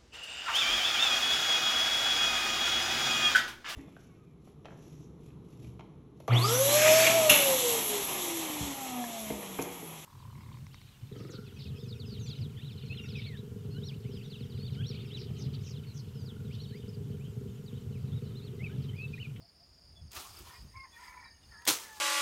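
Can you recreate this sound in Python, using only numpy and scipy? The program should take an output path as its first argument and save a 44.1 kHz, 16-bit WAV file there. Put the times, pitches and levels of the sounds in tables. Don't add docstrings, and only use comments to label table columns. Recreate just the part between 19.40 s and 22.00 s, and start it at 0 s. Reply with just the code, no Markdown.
import sys
import numpy as np
from scipy import signal
from scipy.io import wavfile
from scipy.ndimage import uniform_filter1d

SR = 44100
rng = np.random.default_rng(int(sys.argv[2]) if len(sys.argv) > 2 else 0)


def materialize(psi):
    bounded = np.clip(np.atleast_2d(psi).T, -1, 1)
    quanta = np.round(bounded * 32767).astype(np.int16)
    wavfile.write(sys.argv[1], SR, quanta)


N = 114660
T = np.arange(N) / SR


def from_db(db):
    return 10 ** (np.asarray(db) / 20)

def unit_power(x):
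    return x / np.sqrt(np.mean(x ** 2) + 1e-20)

def evened(x):
    return x / np.sqrt(uniform_filter1d(x ** 2, size=2000) + 1e-12)

def curves(rows):
    times, *columns = np.transpose(rows)
    return [np.interp(T, times, column) for column in columns]

def band(x, low, high):
    edges = [max(low, 10), min(high, .45 * SR)]
    return signal.sosfilt(signal.butter(2, edges, "band", fs=SR, output="sos"), x)

def white():
    return rng.standard_normal(N)

def hiss(hz, width):
    return unit_power(band(white(), hz - width / 2, hz + width / 2))

def drift(hz):
    r = np.exp(-2 * np.pi * hz / SR)
    return unit_power(signal.lfilter([1], [1, -2 * r, r * r], rng.standard_normal(2 * N))[N:])

def coloured(spectrum, source, envelope=lambda hz: 1):
    hzs, dbs = np.transpose(spectrum)
    edges = 22 * 2 ** (np.arange(30) / 3)
    draws, out, power = (source(), source()), 0, 0
    for k, (low, high) in enumerate(zip(edges, edges[1:])):
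        hz = np.sqrt(low * high)
        octaves_outside = abs(np.log2(hz / np.clip(hz, hzs[0], hzs[-1])))
        db = np.interp(np.log(hz), np.log(hzs), dbs) - 20 * octaves_outside
        part = band(draws[k % 2], low, high) * from_db(db)
        out += part * envelope(hz)
        power += np.mean(part ** 2)
    return out / np.sqrt(power)

def swells(rows):
    return np.sqrt(sum(from_db(db - 20 * np.maximum((peak - T) / rise, (T - peak) / fall)) ** 2
                       for peak, db, rise, fall in rows))

def decay(start, t60, hold=0):
    return (T >= start) * from_db(-60 * np.maximum(T - start - hold, 0) / t60)

def note(centre, hz, db, length, fall_hz_per_s):
    t = T - centre
    window = np.cos(np.pi * np.clip(t / length, -.5, .5))
    return from_db(db) * np.sqrt(2) * window * np.sin(2 * np.pi * (hz * t - fall_hz_per_s * t * t / 2))


# frequency in Hz, spectral density in dB.
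AIR_SPECTRUM = [(88, -27), (150, 3), (428, -5.5), (656, -6.5), (1320, -12.5), (3760, -15), (5130, -20),
                (6110, -25), (9360, -25), (15500, -26)]

def still_air():
    return from_db(-69) * coloured(AIR_SPECTRUM, white)


# frequency in Hz, width in Hz, level in dB.
CHORUS_BANDS = [(4990, 630, -70), (6850, 410, -83), (9200, 680, -80.5)]

def insect_chorus():
    return sum(from_db(db + 2 * drift(13)) * hiss(hz, width) for hz, width, db in CHORUS_BANDS)


# time in seconds, level in dB.
TRILL_LEVELS = [(0, -102), (0.42, -91), (0.58, -79), (1.2, -77.5), (1.4, -72.5), (1.7, -70), (2.0, -75),
                (2.2, -69), (2.6, -75)]

def trill(pitch_hz=6490, strokes_per_s=46):
    stroke_phase = 2 * np.pi * np.cumsum(strokes_per_s + 4 * drift(9.1)) / SR
    strokes = (1 + 0.51 * np.sin(stroke_phase)) * from_db(3 * drift(45))
    tone = np.sin(2 * np.pi * np.cumsum(pitch_hz + 70 * drift(110)) / SR)
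    buzz = from_db(-4) * hiss(9360, width=420)
    return from_db(curves(TRILL_LEVELS)[0]) * (unit_power(strokes * tone) + buzz)


# peak time in seconds, level in dB, rise and fall in seconds.
CAMERA_BUMPS = [(0.01, -43, 0.22, 0.027), (0.33, -60.5, 0.16, 0.051), (0.47, -56.5, 0.044, 0.044),
                (0.535, -51.5, 0.082, 0.1), (0.655, -44.5, 0.11, 0.064), (0.78, -52.5, 0.025, 0.06),
                (0.915, -50, 0.073, 0.034), (1.025, -48.5, 0.11, 0.11), (1.08, -51, 0.043, 0.05),
                (1.258, -40.5, 0.081, 0.043), (1.375, -53, 0.11, 0.067), (1.85, -64, 0.95, 0.43),
                (2.1, -54.5, 0.11, 0.15)]
CAMERA_JOLTS = [(0.64, -59, 0.086, 0.07), (1.26, -48, 0.058, 0.032), (2.295, -47, 0.021, 0.037)]
# frequency in Hz, spectral density in dB.
RUMBLE_SPECTRUM = [(25, -22), (53, 4), (87, 3), (171, -15), (217, -19), (244, -27.5), (330, -30.5),
                   (430, -70), (730, -120)]

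def camera_handling():
    rumble = np.hypot(swells(CAMERA_BUMPS), from_db(-70.5)) * coloured(RUMBLE_SPECTRUM, white)
    return rumble + swells(CAMERA_JOLTS) * hiss(137, width=61)


# time of the first stroke in seconds, level in dB, scattered share from 0 to 1.
CRICKET_CHIRPS = [(0.02, -57.5, 0.9), (0.17, -61.5, 0.7), (0.259, -62, 0.6), (0.385, -62, 0.95),
                  (0.44, -62.5, 0.8), (0.495, -62, 0.5), (0.558, -68, 0.7), (0.676, -59.5, 0.8),
                  (0.905, -55, 0.4), (1.125, -60, .9), (1.142, -58, 0.3), (1.232, -73, 0.6),
                  (1.373, -58.5, 0.4), (1.612, -59.5, 0.5), (1.848, -56.5, 0.35), (2.05, -61, 1),
                  (2.115, -54.5, 0.6)]
STROKE_GAP_S, STROKE_S, STROKE_HZ, STROKE_FALL_HZ_PER_S = 0.033, 0.021, 4892, 68000

def crickets():
    near = 0
    for start, db, share in CRICKET_CHIRPS:
        chirp = 0
        for k, accent_db in enumerate([-1.5, 0, 0]):
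            centre = start + k * STROKE_GAP_S + 0.0014 * rng.normal()
            hz = STROKE_HZ + 46 * rng.normal()
            stroke_db = db + accent_db + 1.5 * rng.normal()
            chirp += note(centre, hz, stroke_db, STROKE_S, STROKE_FALL_HZ_PER_S)
        scatter = white() * decay(0, t60=0.055)
        blurred = signal.fftconvolve(chirp, scatter / np.linalg.norm(scatter))[:N]
        near += np.sqrt(1 - share) * chirp + np.sqrt(share) * blurred
    triggers = (rng.random(N) < 220 / SR) * np.sign(white())
    far_stroke = note(STROKE_S, STROKE_HZ, -76.5, STROKE_S, STROKE_FALL_HZ_PER_S)
    far = signal.fftconvolve(triggers, far_stroke)[:N]
    rasp = 1 + 0.15 * drift(250)
    return band((near + far) * rasp, 4420, 5520)


# time in seconds, pitch in Hz, level in dB.
HEN_CLUCKS = [(0.04, 680, -69), (0.215, 691, -71.5), (0.395, 665, -71), (0.58, 670, -73.5)]

def hen():
    clucks = sum(note(*cluck, length=0.05, fall_hz_per_s=-1700) for cluck in HEN_CLUCKS)
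    return clucks * (1 + 0.61 * drift(64))


# time in seconds, pitch in Hz, level in dB, length in seconds, fall in Hz per second.
BIRD_PEEPS = [(0.58, 3424, -59.5, 0.052, 1560), (1.544, 3430, -59.5, 0.054, 197),
              (1.869, 3930, -64.5, 0.05, 1497), (2.039, 3590, -66.5, 0.018, 2002),
              (1.957, 2900, -75, 0.049, 5980), (2.038, 2860, -71, 0.039, 5900)]

def small_bird():
    return sum(note(*peep) for peep in BIRD_PEEPS)


def leaf_grains(per_s=5000, spread_db=5.5):
    sizes = from_db(spread_db * np.minimum(rng.exponential(1, N), 4)) * rng.choice([-1, 1], N)
    contacts = unit_power(sizes * (rng.random(N) < per_s / SR))
    return unit_power(contacts + white())

def tilted(envelopes, hz):
    return np.sqrt(sum((envelope * from_db(tilt * np.log2(hz / 3000))) ** 2
                       for envelope, tilt in envelopes))


# first contact and peak time in seconds, level in dB,
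# rise and fall in seconds, tilt in dB per octave.
LEAF_SWISHES = [(0.709, 0.771, -41, 0.053, 0.076, 0.88), (0.79, 0.807, -47, .05, 0.099, 1.8),
                (0.838, 0.862, -54, 0.5, 0.48, 1.85), (0.937, 0.99, -54.5, 0.13, 0.16, 0.4),
                (1.047, 1.09, -55, 0.18, 0.21, 0.7), (1.51, 1.65, -60, 0.32, 0.26, 1.1),
                (2.01, 2.102, -68.5, 0.38, 0.68, 0.45), (2.391, 2.405, -50.5, 0.17, 0.33, 1.1),
                (2.52, 2.57, -54, 0.12, .2, 1.3)]
# frequency in Hz, spectral density in dB.
SWISH_SPECTRUM = [(88, -42), (150, -25), (263, -10.5), (462, -4.5), (540, -21.5), (656, -7.5), (1200, -5),
                  (1760, -16), (2100, -11), (5230, -13), (15500, -22.5)]

def leaf_swishes():
    rubs = [((T >= contact) * swells([swell]), tilt) for contact, *swell, tilt in LEAF_SWISHES]
    return coloured(SWISH_SPECTRUM, leaf_grains, lambda hz: tilted(rubs, hz) * from_db(1.5 * drift(13.5)))


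# start in seconds, level in dB, tilt in dB per octave.
STEM_TICKS = [(0.717, -51.5, 3), (0.731, -45.5, 0.5), (0.751, -43, 1.5), (0.765, -38, -3), (0.99, -61, 9),
              (2.219, -53, -4), (2.2522, -40.5, 1), (2.2665, -30, -5)]
# start in seconds, level in dB.
STEM_SNAPS = [(0.7675, -37), (0.8003, -43), (2.2757, -26), (2.2774, -19.5), (2.2807, -35), (2.366, -32)]
# frequency in Hz, spectral density in dB.
TICK_SPECTRUM = [(300, -3), (1500, 16), (3700, 21.5), (7500, 18.5), (10000, 10), (15500, 17)]

def stem_ticks():
    ticks = [(from_db(db) * decay(start, t60=0.04), tilt) for start, db, tilt in STEM_TICKS]
    snaps = [(from_db(db) * decay(start, t60=0.004), 0) for start, db in STEM_SNAPS]
    return coloured(TICK_SPECTRUM, leaf_grains, lambda hz: tilted(ticks + snaps, hz))


# peak time in seconds, level in dB, rise and fall in seconds,
# frequency and width in Hz.
STALK_KNOCKS = [(0.776, -58, 0.023, 0.057, 316, 104), (0.774, -47, 0.013, 0.037, 1170, 190),
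                (0.852, -54.5, 0.017, 0.072, 1130, 170), (1.01, -55.5, 0.04, 0.028, 354, 110)]

def stalk_knocks():
    return sum(swells([swell]) * hiss(hz, width) for *swell, hz, width in STALK_KNOCKS)


def resonate(x, centre_hz, width):
    out, state = np.zeros(N), np.zeros(2)
    r = np.exp(-np.pi * width / SR)
    feedforward = [(1 - r * r) / 2, 0, (r * r - 1) / 2]
    for i in range(0, N, 256):
        feedback = [1, -2 * r * np.cos(2 * np.pi * centre_hz[i] / SR), r * r]
        out[i:i + 256], state = signal.lfilter(feedforward, feedback, x[i:i + 256], zi=state)
    return out


# time in seconds, pitch in Hz, level in dB,
# roughness (all rasp from 1 up), throat resonance shift as a ratio, tilt in dB per octave.
ROOSTER_CROW = [(1.0, 466.7, -82, 1, 1.04, 9), (1.08, 470, -59, 1, 0.97, -6),
                (1.16, 481, -57, 0.85, 1.05, 4), (1.23, 465, -74.5, 0.5, 1.06, 2),
                (1.32, 490, -76, 1.1, 1.03, 6), (1.352, 521, -54, 0.74, 0.98, -5),
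                (1.378, 534.7, -45.5, 0.01, 0.94, 0.5), (1.406, 534.7, -56.5, 0, 1.7, 12),
                (1.434, 535, -43.5, 0, 1.07, -3), (1.46, 507, -56.5, 0.53, 0.98, -6),
                (1.5, 472, -74, 0.6, 1.15, 2), (1.56, 463, -56, 0.65, 1.02, 4),
                (1.67, 519.6, -53, 1.02, 0.98, -3.5), (1.8, 492.7, -54, 0.6, 0.98, -6),
                (1.86, 465.5, -55, 0.88, 1.01, 8), (1.97, 459.5, -72.5, 0.65, 0.977, 6),
                (2.085, 450, -88, 1.1, 0.847, 10), (2.12, 449.6, -55.5, 0.97, 0.792, 5),
                (2.16, 444.4, -56.5, 0.9, 0.73, 10), (2.23, 484.2, -59, 0.47, 0.73, 1),
                (2.45, 450.7, -56, 0.9, 0.98, 1), (2.53, 434, -56, 0, 0.87, 7),
                (2.6, 424, -53.5, 0.03, 0.69, -6.5)]
# harmonic number, dB when clear, dB in the rasp.
CROW_HARMONICS = [(2, 0, 0), (3, -26, -13), (4, -3, -3), (5, -24, -9)]
# frequency in Hz, width in Hz, gain in dB.
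THROAT_RESONANCES = [(1031, 81, -6), (1417, 57, -4), (1812, 56, 1.5), (2083, 104, -4), (2305, 29, 5)]

def rooster(rasp_hz=198, flutter_hz=33.2):
    hz, db, rough, shift, tilt = curves(ROOSTER_CROW)
    rough = np.clip(rough, 0, 1)
    phase = 2 * np.pi * np.cumsum(hz * (1 + 0.00403 * drift(24))) / SR
    clear = rasp = throat = 0
    for k, clear_db, rasp_db in CROW_HARMONICS:
        clear += from_db(clear_db + tilt * np.log2(k)) * np.sin(k * phase)
        noisy_harmonic = drift(rasp_hz) * np.sin(k * phase) + drift(rasp_hz) * np.cos(k * phase)
        rasp += from_db(rasp_db) * noisy_harmonic
    for centre, width, gain_db in THROAT_RESONANCES:
        gain = from_db(gain_db + tilt * np.log2(centre / 1500) + 5.5 * drift(flutter_hz))
        throat += gain * resonate(rasp, centre * shift, width)
    voice = np.sqrt(1 - rough) * evened(clear) + np.sqrt(rough) * evened(band(throat, 695, 2160))
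    return (T > ROOSTER_CROW[0][0]) * from_db(db) * voice


# start in seconds, level in dB.
LEAF_SLAPS = [(2.2747, -22)]
# frequency in Hz, spectral density in dB.
SLAP_SPECTRUM = [(53, -34), (90, -25), (335, -10), (453, -2), (538, -9.5), (883, -8), (1050, -12),
                 (1480, 4), (1800, -32), (1920, -8), (2890, -5), (3430, -3.5), (4950, -6), (5880, -3.5),
                 (15500, -12.5)]
# frequency in Hz, width in Hz, spectral density in dB.
LEAF_RESONANCES = [(320.4, 81, -0.5), (1018, 71, 0.5), (3387, 93, -2.5), (4230, 120, 2)]

def leaf_slap(hold_s=0.011):
    def envelope(hz):
        rise_s = 0.0031 * 300 / hz
        level = 0
        for start, db in LEAF_SLAPS:
            attack = 1 - np.exp(-np.maximum(T - start, 0) / rise_s)
            burst = decay(start, t60=0.21, hold=hold_s)
            rustle = from_db(-6.5) * decay(start, t60=0.44)
            level += from_db(db) * attack * np.hypot(burst, rustle)
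        return level
    contacts = coloured(SLAP_SPECTRUM, leaf_grains, envelope)
    ring = sum(from_db(db) * hiss(hz, width) * np.sqrt(width / 1000) for hz, width, db in LEAF_RESONANCES)
    ring_level = sum(from_db(db - 6) * decay(start, t60=0.2, hold=hold_s) for start, db in LEAF_SLAPS)
    return contacts + ring_level * ring


def among_plants(x, echoes_per_s=900):
    echoes = white() * (rng.random(N) < echoes_per_s / SR) * decay(0.0059, t60=0.14)
    return x + from_db(-9) * signal.fftconvolve(x, echoes / np.linalg.norm(echoes))[:N]

def scene():
    calls = among_plants(rooster() + hen() + small_bird() + crickets())
    background = insect_chorus() + trill() + still_air()
    close = leaf_swishes() + stem_ticks() + stalk_knocks() + leaf_slap() + camera_handling()
    return (close + calls + background)[None]

def record(dry):
    return signal.sosfilt(signal.ellip(10, .2, 80, 15900, fs=SR, output="sos"), dry)


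dry = scene()
out = record(dry)
materialize(out)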